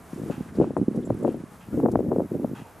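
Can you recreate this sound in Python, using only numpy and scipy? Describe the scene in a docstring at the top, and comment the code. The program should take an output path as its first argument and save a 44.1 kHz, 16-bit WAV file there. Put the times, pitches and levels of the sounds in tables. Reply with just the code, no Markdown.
"""Gusts buffet a camera microphone under a tall wind-driven sculpture that turns in the open air.
At first a faint hiss and a thin insect-like buzz lie behind the wind, and the first of a few far clanks
rings. At 0.6 s the flow surges, rumbling through a wind-cut filter, while single eddies thump against
the ports, the harder ones brighter. Among small ticks, a run of insect-like ticking swells until the
wind lulls near 1.5 s. Then the buzz returns, and a second spell of gusts builds and fades by 2.7 s."""
import sys
import numpy as np
from scipy import signal
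from scipy.fft import rfft, irfft, next_fast_len
from scipy.io import wavfile
from scipy.ndimage import uniform_filter1d

SR = 44100
rng = np.random.default_rng(int(sys.argv[2]) if len(sys.argv) > 2 else 0)


def generate_wav(signal):
    """Clip the signal to [-1, 1] and save it as 16-bit WAV at the path in sys.argv[1]."""
    frames = np.transpose(np.atleast_2d(signal))
    scaled = np.clip(frames, -1, 1) * 32767
    pcm = np.round(scaled).astype(np.int16)
    wavfile.write(sys.argv[1], SR, pcm)


N = 123479
TIME = np.arange(N) / SR
AIR_SIDE_DB = -12.5   # stereo side signal of the surroundings, relative to the mid
BRIGHTEST_HZ = 450   # the highest corner that the flow and the wakes reach


def from_db(db):
    """Amplitude ratio of a level in decibels."""
    return 10 ** (np.asarray(db) / 20)


def rms_one(x):
    """Normalisation to unit rms."""
    return x / np.sqrt(np.mean(x ** 2) + 1e-20)


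def curve(rows):
    """Linear interpolation of (t/s, value) rows."""
    return np.interp(TIME, *np.transpose(rows))


def bell(t, spread):
    """Gaussian envelope of height 1 and standard deviation `spread`."""
    return np.exp(-.5 * (t / spread) ** 2)


def butter(x, hz, kind, order=2):
    """Butterworth filter: a maximally flat passband."""
    sections = signal.butter(order, np.clip(hz, 10, .45 * SR), kind, fs=SR, output="sos")
    return signal.sosfilt(sections, x)


def band(noise, hz, width, order=2):
    """Band-pass filtering about a centre frequency, at unit rms."""
    return rms_one(butter(noise, [hz - width / 2, hz + width / 2], "band", order))


def drift(rate_hz):
    """Slow random fluctuation: low-passed noise of unit rms."""
    return rms_one(butter(rng.standard_normal(2 * N), rate_hz, "low")[N:])


def stereo_noise(side_db, size=N):
    """Partly coherent white noise: a common mid signal plus and minus a weaker side signal."""
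    mid, side = rng.standard_normal((2, size))
    return mid + from_db(side_db) * side * np.array([[1], [-1]])


def coloured(noise, spectrum):
    """Spectral shaping of noise by (f/Hz, level/dB) points, at unit rms."""
    hz, db = np.transpose(spectrum)
    size = next_fast_len(N)
    bin_hz = np.arange(size // 2 + 1) * SR / size
    gain = from_db(np.interp(np.log(bin_hz + 1), np.log(hz), db))
    return rms_one(irfft(rfft(noise, size) * gain, size)[:, :N])


def air():
    """Broadband ambient noise: a soft hiss in two complementary bands that swell separately."""
    spectrum = [(30, -3), (90, 9), (160, 0.5), (400, 2), (900, -1), (1400, -4.5), (2000, -11), (3200, -20),
                (4500, -22.5), (7000, -21), (10500, -21), (12000, -26.5), (13500, -33), (15500, -32)]   # open-air hiss: f/Hz, relative spectral level/dB
    midrange_db = [(0, 1.5), (.5, 3), (.85, -0.5), (1.3, 0.5), (1.6, -.5), (2.4, -1), (2.8, 2)]   # swell below the split: t/s, gain/dB
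    treble_db = [(0, 3.5), (.2, 7), (.42, 5), (.56, 5.5), (.67, 1), (.85, 0.5), (1.1, 1.5), (1.28, 3.5),
                 (1.45, 1.5), (1.78, 5), (1.97, 0.5), (2.17, 1), (2.4, 0.5), (2.6, 3), (2.8, 1)]   # swell above the split: t/s, gain/dB
    base_db, flicker_db, split_hz = -51, 1, 2800
    hiss = coloured(stereo_noise(AIR_SIDE_DB), spectrum)
    low = butter(hiss, split_hz, "low", order=1)
    gain = from_db(base_db + flicker_db * drift(rate_hz=6.9))
    return gain * (low * from_db(curve(midrange_db)) + (hiss - low) * from_db(curve(treble_db)))


def clanks():
    """Resonance and damping: a brief rattle excites the modes of far metal, which decay exponentially."""
    strikes = [(.309, -46, 0.016), (0.614, -51, 0.014), (1.267, -55, 0.024), (1.607, -52.5, 0.011),
               (2.55, -47.5, 0.036)]   # rattles: t/s, level/dB, hold/s
    modes = [(847, 99, 7.5), (1290, 150, 0.5), (1500, 280, 3.5), (1980, 130, -8.5), (2600, 210, 1.5),
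             (2845, 98, -4), (3245, 90, -4.5), (3660, 150, -14), (4830, 280, -23), (6860, 2000, -10)]   # resonances of the metal: f/Hz, bandwidth/Hz, relative level/dB
    attack_s, t60_s = .003, 0.36
    envelope = np.zeros(N)
    for at, db, hold in strikes:
        attack = np.clip((TIME - at) / attack_s + .5, 0, 1)
        decay_db = 60 * np.maximum(TIME - at - hold, 0) / t60_s
        envelope += attack * from_db(db - decay_db)
    ring = sum(from_db(db) * band(stereo_noise(AIR_SIDE_DB), hz, width, order=1)
               for hz, width, db in modes)
    return envelope * rms_one(ring)


def ticks():
    """Band-limited transients: Gaussian bursts of noise sound as small ticks and faint chirps."""
    bursts = [(0.146, -58, 0.0053, 7000, 5000), (.495, -52, 0.012, 1670, 910),
              (0.56, -62, 0.016, 4800, 2010), (.779, -57, 0.013, 8400, 2210),
              (.963, -54.5, 0.0049, 7200, 6040), (1.032, -63, 0.015, 3430, 600),
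              (1.061, -53, 0.016, 7480, 700), (1.174, -64, .008, 7500, 2200),
              (1.233, -60, .008, 7700, 1200), (1.733, -52.5, 0.029, 1330, 298),
              (1.92, -51.5, 0.0084, 7850, 6500), (2.0, -65, 0.0072, 7400, 700),
              (2.655, -54, 0.045, 910, 120)]   # noise bursts: t/s, level/dB, duration/s, centre f/Hz, bandwidth/Hz
    noise = stereo_noise(AIR_SIDE_DB)
    return sum(from_db(db) * bell(TIME - at, length / 2) * band(noise, hz, width)
               for at, db, length, hz, width in bursts)


def insects():
    """Amplitude modulation of a high rasp: slow pulses are heard as ticks, fast wing strokes as a buzz."""
    run_db = [(.7, -73), (.95, -68.5), (1.2, -57.5), (1.37, -59.5)]   # swell of the ticking: t/s, level/dB
    run_spectrum = [(8000, -19), (9800, -6), (11000, 2), (12000, -12), (13100, -3), (14000, -13),
                    (15500, -25)]   # rasp of the ticking: f/Hz, relative spectral level/dB
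    buzz_db = [(0, -67), (.41, -65.5), (.45, -72), (.65, -96), (1.44, -80), (1.52, -68), (1.8, -64.5),
               (2.0, -68), (2.35, -65), (2.5, -64.5), (2.6, -68.5), (2.8, -66)]   # swell of the buzz: t/s, level/dB
    wing_spectrum = [(6000, -28), (8500, -32), (10000, -3), (10900, 1), (11700, -2), (12700, 3), (13400, 4),
                     (14000, -13), (15500, -17)]   # rasp of the wings: f/Hz, relative spectral level/dB
    start_s, period_s, tick_spread_s = .702, .0444, .003
    stroke_hz, sharpness = 75.6, 0.9
    pulses = sum(bell(TIME - start_s - k * period_s, tick_spread_s) for k in range(16))
    strokes = rms_one((.5 + .5 * np.cos(2 * np.pi * stroke_hz * TIME)) ** sharpness)
    rasp = stereo_noise(side_db=-18)
    run = from_db(curve(run_db)) * pulses * coloured(rasp, run_spectrum)
    buzz = from_db(curve(buzz_db)) * strokes * coloured(rasp, wing_spectrum)
    return run + buzz


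def port_pressure(excitation, corner_hz):
    """Turbulent pressure rolls off steeply above its corner; the wind-cut high-pass thins the bass."""
    rolloff_ratio, wind_cut_hz = 2.67, 255
    pressure = butter(excitation, corner_hz, "low", order=4)
    pressure = butter(pressure, corner_hz * rolloff_ratio, "low", order=3)
    return butter(pressure, wind_cut_hz, "high")


def flow():
    """Turbulent flow noise: the stronger the gust, the wider the bandwidth of its rumble."""
    gusts = [(0, -48.5), (.12, -55), (.17, -37), (.3, -33), (.35, -43.5), (.41, -39.5), (.46, -45),
             (.56, -40), (.6, -23.5), (.67, -33), (.745, -41.5), (.79, -29), (.86, -40.5), (.98, -32),
             (1.17, -37.5), (1.26, -28), (1.4, -40), (1.5, -55.5), (1.66, -51), (1.73, -33.5), (1.85, -25),
             (1.92, -31), (2.0, -31), (2.22, -33.5), (2.29, -52), (2.34, -30.5), (2.47, -35.5),
             (2.53, -36.5), (2.56, -47.5), (2.62, -42), (2.7, -83), (2.8, -48)]   # flow over the microphone: t/s, level/dB
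    ref_hz, ref_db, db_per_octave = 335, -28, 19   # the corner at a reference level, and its slope
    swirl_db, smoothing_s = 3, 0.0212
    level_db = curve(gusts) + swirl_db * drift(rate_hz=47)
    octave = np.clip((level_db - ref_db) / db_per_octave, -1, 1)
    noise = stereo_noise(side_db=-17)
    rumble = np.zeros((2, N))
    for step in (-1.016, -0.43, 0.016, 0.48, 0.93):   # crossfade of corners, in octaves from ref_hz
        weight = np.maximum(1 - 2 * abs(octave - step), 0)
        corner_hz = min(ref_hz * 2 ** step, BRIGHTEST_HZ)
        rumble += weight * rms_one(port_pressure(noise, corner_hz))
    # dividing by the running rms leaves level_db in charge of the envelope
    power = uniform_filter1d(np.mean(rumble ** 2, axis=0), int(smoothing_s * SR))
    return from_db(level_db) * rumble / np.sqrt(power + 1e-9)


def eddies():
    """Vortex impact: a sharp pressure pulse inside a duller turbulent wake, stronger at one port."""
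    # eddies at the ports: t/s, relative level/dB, duration/s, corner f/Hz, left minus right/dB
    impacts = [(0.134, -25.5, 0.0072, 302, 3), (0.178, -29.5, 0.0093, 332, -2),
               (0.198, -22.5, 0.0044, 326, -2), (0.219, -25, 0.006, 356, 5), (0.237, -19, 0.0054, 366, 3.5),
               (0.262, -23, 0.0036, 328, 4.5), (0.301, -17, 0.0076, 528, 3),
               (0.307, -16.5, 0.0077, 432, 4.5), (0.382, -25.5, 0.014, 315, -4),
               (0.41, -17.5, 0.0046, 292, -3.5), (0.589, -8, 0.013, 290, -1), (0.602, -7, 0.0097, 430, 1.5),
               (0.615, -10, 0.012, 560, 4), (0.624, -14.5, 0.016, 510, -4), (0.631, -18, 0.0037, 330, -5),
               (0.644, -20, 0.0026, 850, 3), (0.708, -15, 0.0034, 463, 4.5),
               (0.768, -11.5, 0.0046, 890, 3.5), (0.776, -22, 0.012, 720, 3), (0.8, -14.5, 0.0024, 312, 3),
               (0.816, -9.5, 0.0037, 335, -3.5), (0.828, -19.5, 0.0042, 320, -7),
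               (0.884, -9.5, 0.004, 313, -2), (0.914, -18, 0.0033, 312, -3.5), (0.949, -18, 0.007, 390, 3),
               (0.952, -27, 0.0039, 397, 7), (0.977, -15.5, 0.0095, 370, -3), (0.991, -15, 0.012, 326, 3),
               (1.076, -19, 0.0049, 416, -2.5), (1.105, -11.5, 0.0063, 696, 3.5),
               (1.108, -19, 0.0084, 520, -8), (1.122, -22, 0.044, 120, 1), (1.149, -21, 0.011, 296, -4),
               (1.213, -24.5, 0.011, 312, -8), (1.25, -10, 0.0093, 685, 5), (1.258, -14.5, 0.011, 540, 5),
               (1.28, -15.5, 0.0087, 650, 3), (1.291, -11.5, 0.0028, 326, 4.5),
               (1.346, -19.5, 0.0087, 480, 3), (1.371, -25.5, 0.006, 335, 5), (1.439, -27, 0.006, 342, -4),
               (1.687, -27.5, 0.0036, 306, 3), (1.729, -22.5, 0.0056, 382, 8),
               (1.745, -12.5, 0.0053, 296, -2), (1.778, -11, 0.013, 376, 3), (1.802, -19.5, 0.0043, 835, 4),
               (1.843, -10, 0.0049, 298, -3.5), (1.855, -14.5, 0.0079, 540, 5),
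               (1.861, -11, 0.0037, 824, 5.5), (1.874, -21, 0.006, 470, 2),
               (1.887, -12.5, 0.0095, 607, 3.5), (1.895, -12.5, 0.0093, 346, 3), (1.938, -17, 0.01, 460, 5),
               (1.952, -19, 0.0078, 386, -2), (1.957, -6.5, 0.0052, 830, 3), (1.975, -25, 0.0344, 119, 4),
               (1.993, -13, 0.0068, 468, 4.5), (2.007, -15, 0.0093, 510, 2),
               (2.031, -16, 0.0053, 320, -2.5), (2.051, -14, 0.005, 294, 0.5),
               (2.07, -19.5, 0.0032, 280, 3), (2.086, -14, 0.0076, 285, 2), (2.105, -30, 0.0095, 450, -2),
               (2.119, -11, 0.0096, 660, 3), (2.13, -15, 0.019, 580, 2), (2.163, -10, 0.0077, 497, 1.5),
               (2.186, -8.5, 0.0034, 400, 2), (2.198, -16.5, 0.011, 590, 1), (2.205, -10.5, 0.0055, 570, 2),
               (2.22, -19, 0.018, 538, -2), (2.253, -19.5, 0.012, 292, 0.5), (2.319, -20, 0.0099, 438, 0.5),
               (2.35, -17.5, 0.0066, 440, -1), (2.354, -13, 0.0046, 343, -3), (2.399, -17, 0.002, 377, -2),
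               (2.418, -36, 0.015, 347, -7), (2.447, -10, 0.0054, 530, 2.5), (2.498, -23, 0.0043, 346, -3),
               (2.515, -22, 0.0091, 367, -2), (2.535, -22, 0.0087, 346, 2.5), (2.602, -29, 0.0051, 326, 2),
               (2.621, -30, 0.006, 328, -2)]
    gain_db, size = -2.5, 4096
    core_s, jitter_rad = 0.0014, 0.58
    core_db_per_octave, core_ref_hz = -1, 396   # bright pulses carry less of their eddy's energy
    wake_db, wake_lag_s = -7, 0.00197
    wake_spread, wake_bandwidth = 0.589, 0.737   # shares of the eddy's duration and corner
    out = np.zeros((2, N + size))
    t = (np.arange(size) - size // 2) / SR
    impulse = signal.hilbert(signal.unit_impulse(size, "mid"))   # analytic, so its phase can be turned
    for at, db, length, corner_hz, pan_db in impacts:
        phase = np.pi * rng.integers(2) + jitter_rad * rng.standard_normal()   # polarity and shape
        pulse = (impulse * np.exp(1j * phase)).real
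        core = port_pressure(np.tile(pulse, (2, 1)), corner_hz)
        core_db = db + core_db_per_octave * np.log2(corner_hz / core_ref_hz)
        swirl = stereo_noise(side_db=-32, size=size) * bell(t, wake_spread * length)
        wake = port_pressure(swirl, min(corner_hz * wake_bandwidth, BRIGHTEST_HZ))
        port_db = gain_db + pan_db * np.array([[.5], [-.5]])
        parts = [(core, at, core_s, core_db), (wake, at + wake_lag_s, length, db + wake_db)]
        for part, centre_s, seconds, part_db in parts:
            part = rms_one(part) * np.sqrt(seconds * SR / size)   # energy of unit rms over `seconds`
            centroid = np.average(np.arange(size), weights=part[0] ** 2)
            start = max(int(centre_s * SR - centroid), 0)
            out[:, start:start + size] += part * from_db(part_db + port_db)
    return out[:, :N]


def scene():
    """Superposition: wind at the microphone adds to the quiet surroundings."""
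    return flow() + eddies() + air() + clanks() + ticks() + insects()


def record(dry):
    """Band limiting: a high-pass removes the deepest bass and a steep low-pass cuts the top."""
    subsonic_hz, stopband_hz = 35.7, 16400
    top_cut = signal.cheby2(12, 70, stopband_hz, fs=SR, output="sos")
    return signal.sosfilt(top_cut, butter(dry, subsonic_hz, "high"))


dry = scene()
out = record(dry)
generate_wav(out)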